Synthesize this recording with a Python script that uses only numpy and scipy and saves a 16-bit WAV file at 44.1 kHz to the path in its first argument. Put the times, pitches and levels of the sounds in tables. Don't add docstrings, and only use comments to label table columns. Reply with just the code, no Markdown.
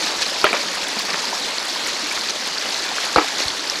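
import sys
import numpy as np
from scipy import signal
from scipy.fft import rfft, irfft
from scipy.io import wavfile
from scipy.ndimage import uniform_filter1d

SR = 44100
rng = np.random.default_rng(int(sys.argv[2]) if len(sys.argv) > 2 else 0)


def gain_from_db(level_db):
    decades = np.asarray(level_db, float) / 20
    return 10 ** decades


def file_out(sig):
    cols = np.atleast_2d(sig).T
    lim = np.clip(cols, -1, 1)
    pcm = np.round(lim * 32767).astype(np.int16)
    wavfile.write(sys.argv[1], SR, pcm)


N = 167580


def evened(x):
    return x / np.sqrt(np.mean(x ** 2) + 1e-20)


def read(points, hz):
    f, value = np.transpose(points)
    return np.interp(np.log(hz + 1), np.log(f + 1), value)


def add(mix, s, sound):
    part = mix[round(s * SR):][:len(sound)]
    part += sound[:len(part)]


def colour(x, *tables):
    hz = np.fft.rfftfreq(len(x), 1 / SR)
    gain_db = sum(read(table, hz) for table in tables)
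    return irfft(rfft(x) * gain_from_db(gain_db), len(x))


def wander(lo_hz, hi_hz):
    t = np.arange(0, N + 64, 64) / SR
    sway = sum(np.sin(2 * np.pi * (f * t + rng.random())) / f ** 0.15
               for f in np.geomspace(lo_hz, hi_hz, 30))
    return np.interp(np.arange(N) / SR, t, evened(sway))


def bubble(hz, cycles, glide=0.085):
    u = np.arange(int(2.7 * cycles / hz * SR) + 4) / SR * hz / cycles
    swell = u * np.exp(1 - 4.42 * u) * 3.85
    return swell * np.sin(2 * np.pi * cycles * (u + glide * u ** 2))


def bubbles(table, gain_db, cycles, glide=0.085):
    out = np.zeros(N)
    for s, db, hz in table:
        add(out, s, gain_from_db(db + gain_db) * bubble(hz, cycles, glide))
    return out


def grains(per_s, spread_db, lo_hz, hi_hz, cycles, tilt, clump):
    loudness = gain_from_db(spread_db * np.minimum(rng.exponential(1, N), 4.2))
    size = loudness * (rng.random(N) < per_s * clump / SR)
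    kind = rng.integers(0, 32, N)
    out = np.zeros(N)
    for k, hz in enumerate(np.geomspace(lo_hz, hi_hz, 32)):
        g = bubble(hz, cycles * rng.uniform(0.62, 1.64))
        g = g / np.linalg.norm(g) * hz ** tilt
        out += signal.oaconvolve(size * (kind == k), g)[:N]
    return out


def wash():
    patch_db = 1.56
    real, imag, patch = rng.standard_normal((N // 128 + 6, 257, 3)).T
    patch = uniform_filter1d(patch, size=6, axis=0)
    patch = evened(uniform_filter1d(patch, size=14, axis=1))
    cells = (real + 1j * imag) * gain_from_db(patch_db * patch)
    return evened(signal.istft(cells, nperseg=512, noverlap=384)[1][:N])


def spray(shared):
    clump = gain_from_db(5.2 * wander(11, 95) + 4.5 * shared)
    return evened(grains(2400, 2.3, 4600, 14900, 1.32, 0.74, clump / clump.mean()))


# [f/Hz, level/dB]
WATER_COLOUR = [(20, -25), (54, -16.5), (114, -23), (186, -11.5), (273, -6.5), (367, -5), (954, -2),
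                (3200, -6)]
# [f/Hz, level/dB]
MIC_COLOUR = [(2900, 8), (3600, 10.5), (4500, 12.5), (5400, 9), (7100, 2), (9100, -9), (11100, -10.5),
              (15500, -29)]
# [t/s, level/dB, extra low gurgle level/dB]
FLOW_LEVEL = [
    (0.0, -23, 0.5),
    (0.46, -24.5, 2),
    (0.72, -24.5, 3.5),
    (2.05, -24, -0.5),
    (2.42, -26, 3),
    (2.75, -23.5, -4),
    (3.8, -25, 3),
]
# [t/s, length/s, level/dB]
SURGES = [
    (0.21, 0.039, 3.5),
    (0.25, 0.068, 2.5),
    (1.05, 0.0085, 4.5),
    (2.115, 0.047, 1),
    (1.098, .016, 2.5),
    (2.292, 0.019, 3),
    (3.37, 0.078, 1.5),
    (2.449, 0.046, 3),
]


def creek():
    wash_db, fizz_db, gurgle_db, spray_db = -4.5, -5, -12.5, -13.5
    swell_db, flicker_db = 0.55, -0.23
    t = np.arange(N) / SR
    s, flow_db, low_db = np.transpose(FLOW_LEVEL)
    shared = wander(4.5, 65)
    clump = gain_from_db(3.6 * shared)
    surge_db = sum(db * np.sin(np.pi * np.clip((t - start) / length, 0, 1)) ** .5
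                   for start, length, db in SURGES)

    fizz = evened(grains(4000, 2.93, 1515, 13870, 8.8, 0.69, clump / clump.mean()))
    gurgle = grains(500, 1.85, 147.8, 2380, 6.25, 0.088, 0.94)
    gurgle = evened(colour(gurgle, WATER_COLOUR, MIC_COLOUR))
    far = colour(wash(), [(6000, 0), (10000, 2.0), (15000, 0)])
    flicker = flicker_db * (0.89 * shared + wander(4.9, 65))

    high = gain_from_db(wash_db + 0.24 * surge_db + flicker) * far
    high += gain_from_db(fizz_db + 1.78 * surge_db) * fizz
    high += gain_from_db(spray_db + 3.8 * surge_db) * spray(shared)
    mix = evened(colour(high, WATER_COLOUR, MIC_COLOUR))
    mix += gain_from_db(gurgle_db + np.interp(t, s, low_db)) * gurgle
    return mix * gain_from_db(np.interp(t, s, flow_db) + swell_db * wander(0.56, 3.96))


# [t/s, level/dB, f/Hz]
PLINK_TIMES = [(0.122, -15, 3420), (0.2248, -15, 2200), (0.3819, -18, 2650), (0.832, -15, 2520),
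               (0.9817, -18, 2100), (1.4195, -14, 3600), (1.8651, -14.5, 1940), (2.4572, -21, 3540),
               (2.613, -17, 3240), (2.6566, -11.5, 2670), (3.4028, -13, 2540), (3.482, -10, 3430),
               (3.5028, -10, 3080), (3.688, -25, 2900)]


def plinks():
    return bubbles(PLINK_TIMES, gain_db=-1.5, cycles=5.9)


# [t/s, level/dB, f/Hz]
GLUG_TIMES = [(0.211, -27, 500), (0.265, -29, 425), (0.318, -25, 530), (0.587, -32, 549), (0.631, -29, 460),
              (1.139, -30, 404), (1.191, -33, 520), (1.682, -28, 663), (2.359, -25, 552), (2.599, -34, 571),
              (2.656, -26, 611), (3.039, -25, 670), (3.626, -32, 552), (3.729, -31, 600)]


def glugs():
    return bubbles(GLUG_TIMES, gain_db=3.5, cycles=4.7)


# [t/s, level/dB, f/Hz]
POP_TIMES = [(0.2216, -10, 4310), (0.415, -7.5, 4480), (0.443, -8, 2860), (0.613, -19, 4520),
             (0.992, -8.5, 4470), (1.2546, -9, 4620), (1.281, -12, 4710), (1.5834, -5.5, 4300),
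             (1.8606, -12, 4780), (2.0981, -12, 4870), (2.122, -13, 4730), (2.2114, -8, 4440),
             (2.288, -9, 4300), (2.583, -7, 4600), (2.616, -12, 4400), (2.69, -9, 4500), (2.7445, -8, 4030),
             (2.8903, -12.5, 3780), (3.0546, -13, 4400), (3.1456, -10, 4400), (3.1608, -2.5, 4200),
             (3.455, -13, 4000), (3.483, -5.5, 4200), (3.509, -20, 4170), (3.5945, -10, 3940),
             (3.699, -2, 5300), (3.757, -11, 4100)]


def pops():
    return bubbles(POP_TIMES, gain_db=-2, cycles=8.5, glide=0.032)


# [t/s, level/dB]
SPLAT_TIMES = [(0.298, -27), (0.4412, -26.5), (0.5294, -25), (0.752, -24), (0.8826, -22.5), (0.991, -26),
               (1.0226, -30), (1.2524, -28), (1.397, -26), (1.652, -24), (1.682, -23.5), (1.7524, -32.5),
               (1.8725, -22.5), (1.9959, -26.5), (2.124, -23), (2.192, -27), (2.474, -23), (2.6963, -27),
               (3.051, -25), (3.1278, -25), (3.1802, -36), (3.283, -27), (3.45, -26), (3.479, -24.5),
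               (3.6776, -31)]


def splats():
    out = np.zeros(N)
    t = np.arange(3000) / SR
    for s, db in SPLAT_TIMES:
        fade = gain_from_db(db + 7.0 - 60 * t / 0.015) * (1 - np.exp(-t / 0.0014))
        add(out, s, fade * rng.standard_normal(len(t)))
    return colour(out, MIC_COLOUR, [(3000, -34), (6000, -2), (9500, 13.5), (15000, 0.5)])


# [t/s, level/dB, end f/Hz, t60/s]
PUSHES = [
    (0.442, -33, 33.5, 0.077),
    (3.1622, -17.5, 35, 0.068),
    (3.4547, -25.5, 38, 0.096),
    (3.475, -42, 28, .08),
    (3.502, -36, 42, .06),
]


def thumps():
    sag, sag_s = 4.2, .0075
    out = np.zeros(N)
    t = np.arange(9000) / SR
    for s, db, hz, t60 in PUSHES:
        turns = hz * (t + sag * sag_s * (1 - np.exp(-t / sag_s)))
        fade = gain_from_db(db - 60 * t / t60) * (1 - np.exp(-t / 0.0034))
        add(out, s, fade * np.sin(2 * np.pi * turns))
    return out


# [t/s, level/dB, f/Hz,
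# t60/s]
STRIKES = [(.4424, -1, 1410, 0.02), (.5298, 0, 2320, 0.0082), (.5300, -15, 660, 0.027),
           (.5672, -7, 2370, 0.0064), (.9690, -25, 215, 0.066), (.9695, -3.5, 800, 0.0046),
           (1.1352, -3, 1910, 0.0043), (1.1436, 11, 1500, 0.0019), (2.9831, 0.5, 1450, 0.005),
           (3.1606, 7, 1235, 0.011), (3.1725, -6, 704, 0.026), (3.1815, -7, 2310, .016),
           (3.1819, -10, 1190, 0.015), (3.185, -6.5, 1150, 0.029), (3.2250, -14.5, 1090, 0.027),
           (.4490, -8, 610, 0.046), (.4575, -12, 730, 0.027), (.4650, -16, 2620, .015),
           (.4668, -7.5, 1620, .018), (.4760, -15, 1980, .015), (.4908, -12, 2340, .015),
           (.4980, -17, 2390, 0.011), (.5095, -14, 405, 0.017), (.5440, -14, 606, 0.03),
           (.5475, -19, 2330, .015), (.5530, -20, 1350, .02), (.5610, -16, 1200, 0.017),
           (3.1620, -1.5, 500, 0.021), (3.1960, -15, 426, 0.033), (3.1965, -11, 1260, .02),
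           (3.2095, -18, 1400, .025), (3.2150, -19, 520, 0.027), (3.2335, -20, 960, .03),
           (3.2440, -21, 800, .03), (3.2530, -28, 620, 0.023), (3.4048, -12, 630, 0.01),
           (.4430, -10, 398, 0.048), (.5310, -22, 210, 0.061), (3.1815, -8, 330, 0.054),
           (.5850, -23, 560, 0.094), (1.1400, -25, 180, 0.045), (3.4050, -28, 320, 0.034)]


def clacks():
    out = np.zeros(N)
    t = np.arange(9000) / SR
    for s, db, hz, t60 in STRIKES:
        fade = gain_from_db(db - 60 * t / t60) * (1 - np.exp(-t / 0.00051))
        add(out, s, -fade * np.sin(2 * np.pi * hz * t))
    return colour(out, [(60, -26), (130, -12), (220, 0), (6000, 0), (12000, -15)])


# [t/s, level/dB]
SNAP_TIMES = [(0.4424, -8), (3.1812, -27), (3.2385, -28), (.8812, -22), (.9930, -17), (.9975, -20),
              (1.0248, -27), (1.0660, -27), (1.6543, -23), (1.6977, -24), (2.4595, -29), (2.4740, -25),
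              (3.0533, -23), (3.1420, -29), (3.2817, -28)]
# [f/Hz, level/dB]
SNAP_COLOUR = [(3000, -24), (5000, -11), (8000, -9), (11500, -8), (15500, -15)]


def snaps():
    t60_s = 0.011
    out = np.zeros(N)
    t = np.arange(1200) / SR
    for s, db in SNAP_TIMES:
        add(out, s, gain_from_db(db - 60 * t / t60_s) * rng.standard_normal(len(t)))
    return colour(out, SNAP_COLOUR)


def knocks(modes, hits, rattle_hz, tick_db):
    gravel_share, rattle_t60_s = .15, 0.2
    out = np.zeros(N)
    t = np.arange(9000) / SR
    band = signal.butter(3, rattle_hz, "band", fs=SR, output="sos")
    for s, db, tilt_db, ring, rattle_db in hits:
        z, u = rng.random((2, len(t)))
        body = np.zeros(len(t))
        for k, (hz, mode_db, t60) in enumerate(modes):
            fade = gain_from_db(mode_db + tilt_db * np.log2(hz / 1000) - 60 * t / (t60 * ring))
            body += fade * np.sin(2 * np.pi * hz * t) * (-1) ** k / 2
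        pebbles = np.log(u + 1e-9) * np.sign(z - .5) * (abs(2 * z - 1) < gravel_share)
        rattle = evened(signal.sosfilt(band, pebbles))
        rattle *= gain_from_db(rattle_db - 60 * t / (rattle_t60_s * ring)) * (1 - np.exp(-t / 0.0018))
        tick = gain_from_db(tick_db + 6 + 0.5 * tilt_db - 60 * t / 0.015) * np.diff(u, prepend=.5)
        add(out, s, gain_from_db(db) * (body + rattle + tick))
    return colour(out, [(110, -24), (280, 1.5), (5000, 0.5), (9000, -14), (15000, -32)])


# [f/Hz, level/dB, t60/s]
SCOOP_MODES = [(380, -25, 0.18), (656, -13, 0.062), (1000, -14, 0.099), (1225, -8, 0.11),
               (1400, 15.5, 0.0095), (1600, -7.5, 0.032), (2380, 4, 0.013), (3120, -7, 0.043),
               (3700, -22, .03)]
# [t/s, level/dB, tilt/dB per octave, ring share of t60, rattle level/dB]
SCOOP_BLOWS = [
    (0.4425, -2.5, -1.3, 0.98, -12),
    (0.465, -25.5, 7, 0.83, 3),
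    (0.4983, -20, 5, 0.32, -29),
    (.5300, -17.5, -8, 1.14, -2),
    (0.5682, -19, 3, 0.28, -3),
    (1.084, -27, -4, 0.86, 4),
]


def scoop():
    return knocks(SCOOP_MODES, SCOOP_BLOWS, rattle_hz=(330, 3100), tick_db=1.5)


# [t/s, level/dB, f/Hz, cycles]
BLOOP_TIMES = [(1.001, -20, 1000, 7.6), (1.087, -22, 494, 3.7), (1.238, -24, 880, 14),
               (1.328, -17, 890, 10.5), (1.761, -20, 916, 8), (2.03, -29.5, 274, 11),
               (2.112, -18.5, 2170, 25), (2.176, -10, 1750, 2), (2.915, -19, 760, 6.6),
               (2.305, -14.5, 5800, 26), (3.404, -19, 500, 3.1)]


def bloops():
    out = np.zeros(N)
    for s, db, hz, cycles in BLOOP_TIMES:
        add(out, s, gain_from_db(db) * bubble(hz, cycles))
    return out


# [f/Hz, level/dB, t60/s]
BOX_MODES = [(302, -4, 0.1), (470, 1.5, 0.031), (724, -12, .12), (840, 4, 0.044), (994, -5, 0.089),
             (1300, -2, .12), (1520, -7, 0.072), (1750, -27, .05)]
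# [t/s, level/dB, tilt/dB per octave, ring share of t60, rattle level/dB]
BOX_BLOWS = [
    (3.1604, -5.5, 0.28, 0.54, -6),
    (3.1815, -4, -0.67, 0.82, -13.5),
    (3.2085, -22, 1.1, 0.84, -3),
]


def box():
    return knocks(BOX_MODES, BOX_BLOWS, rattle_hz=(260, 2300), tick_db=-16)


def scene():
    water = creek() + plinks() + glugs() + pops() + splats() + snaps() + bloops()
    blows = thumps() + clacks() + scoop() + box()
    return (water + blows)[None]


def overload(x):
    knee, ceiling = .6, .97
    room = ceiling - knee
    over = np.maximum(abs(x) - knee, 0)
    return np.sign(x) * (np.minimum(abs(x), knee) + room * np.tanh(over / room))


def top_cut(x):
    return signal.sosfilt(signal.butter(12, 16520, fs=SR, output="sos"), x)


def record(dry):
    edge_hz = 15800
    edge = signal.firwin(1023, edge_hz, window=("kaiser", 9), fs=SR)[None]
    mix = signal.oaconvolve(overload(dry), edge, "same")
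    return top_cut(mix)


dry = scene()
out = record(dry)
file_out(out)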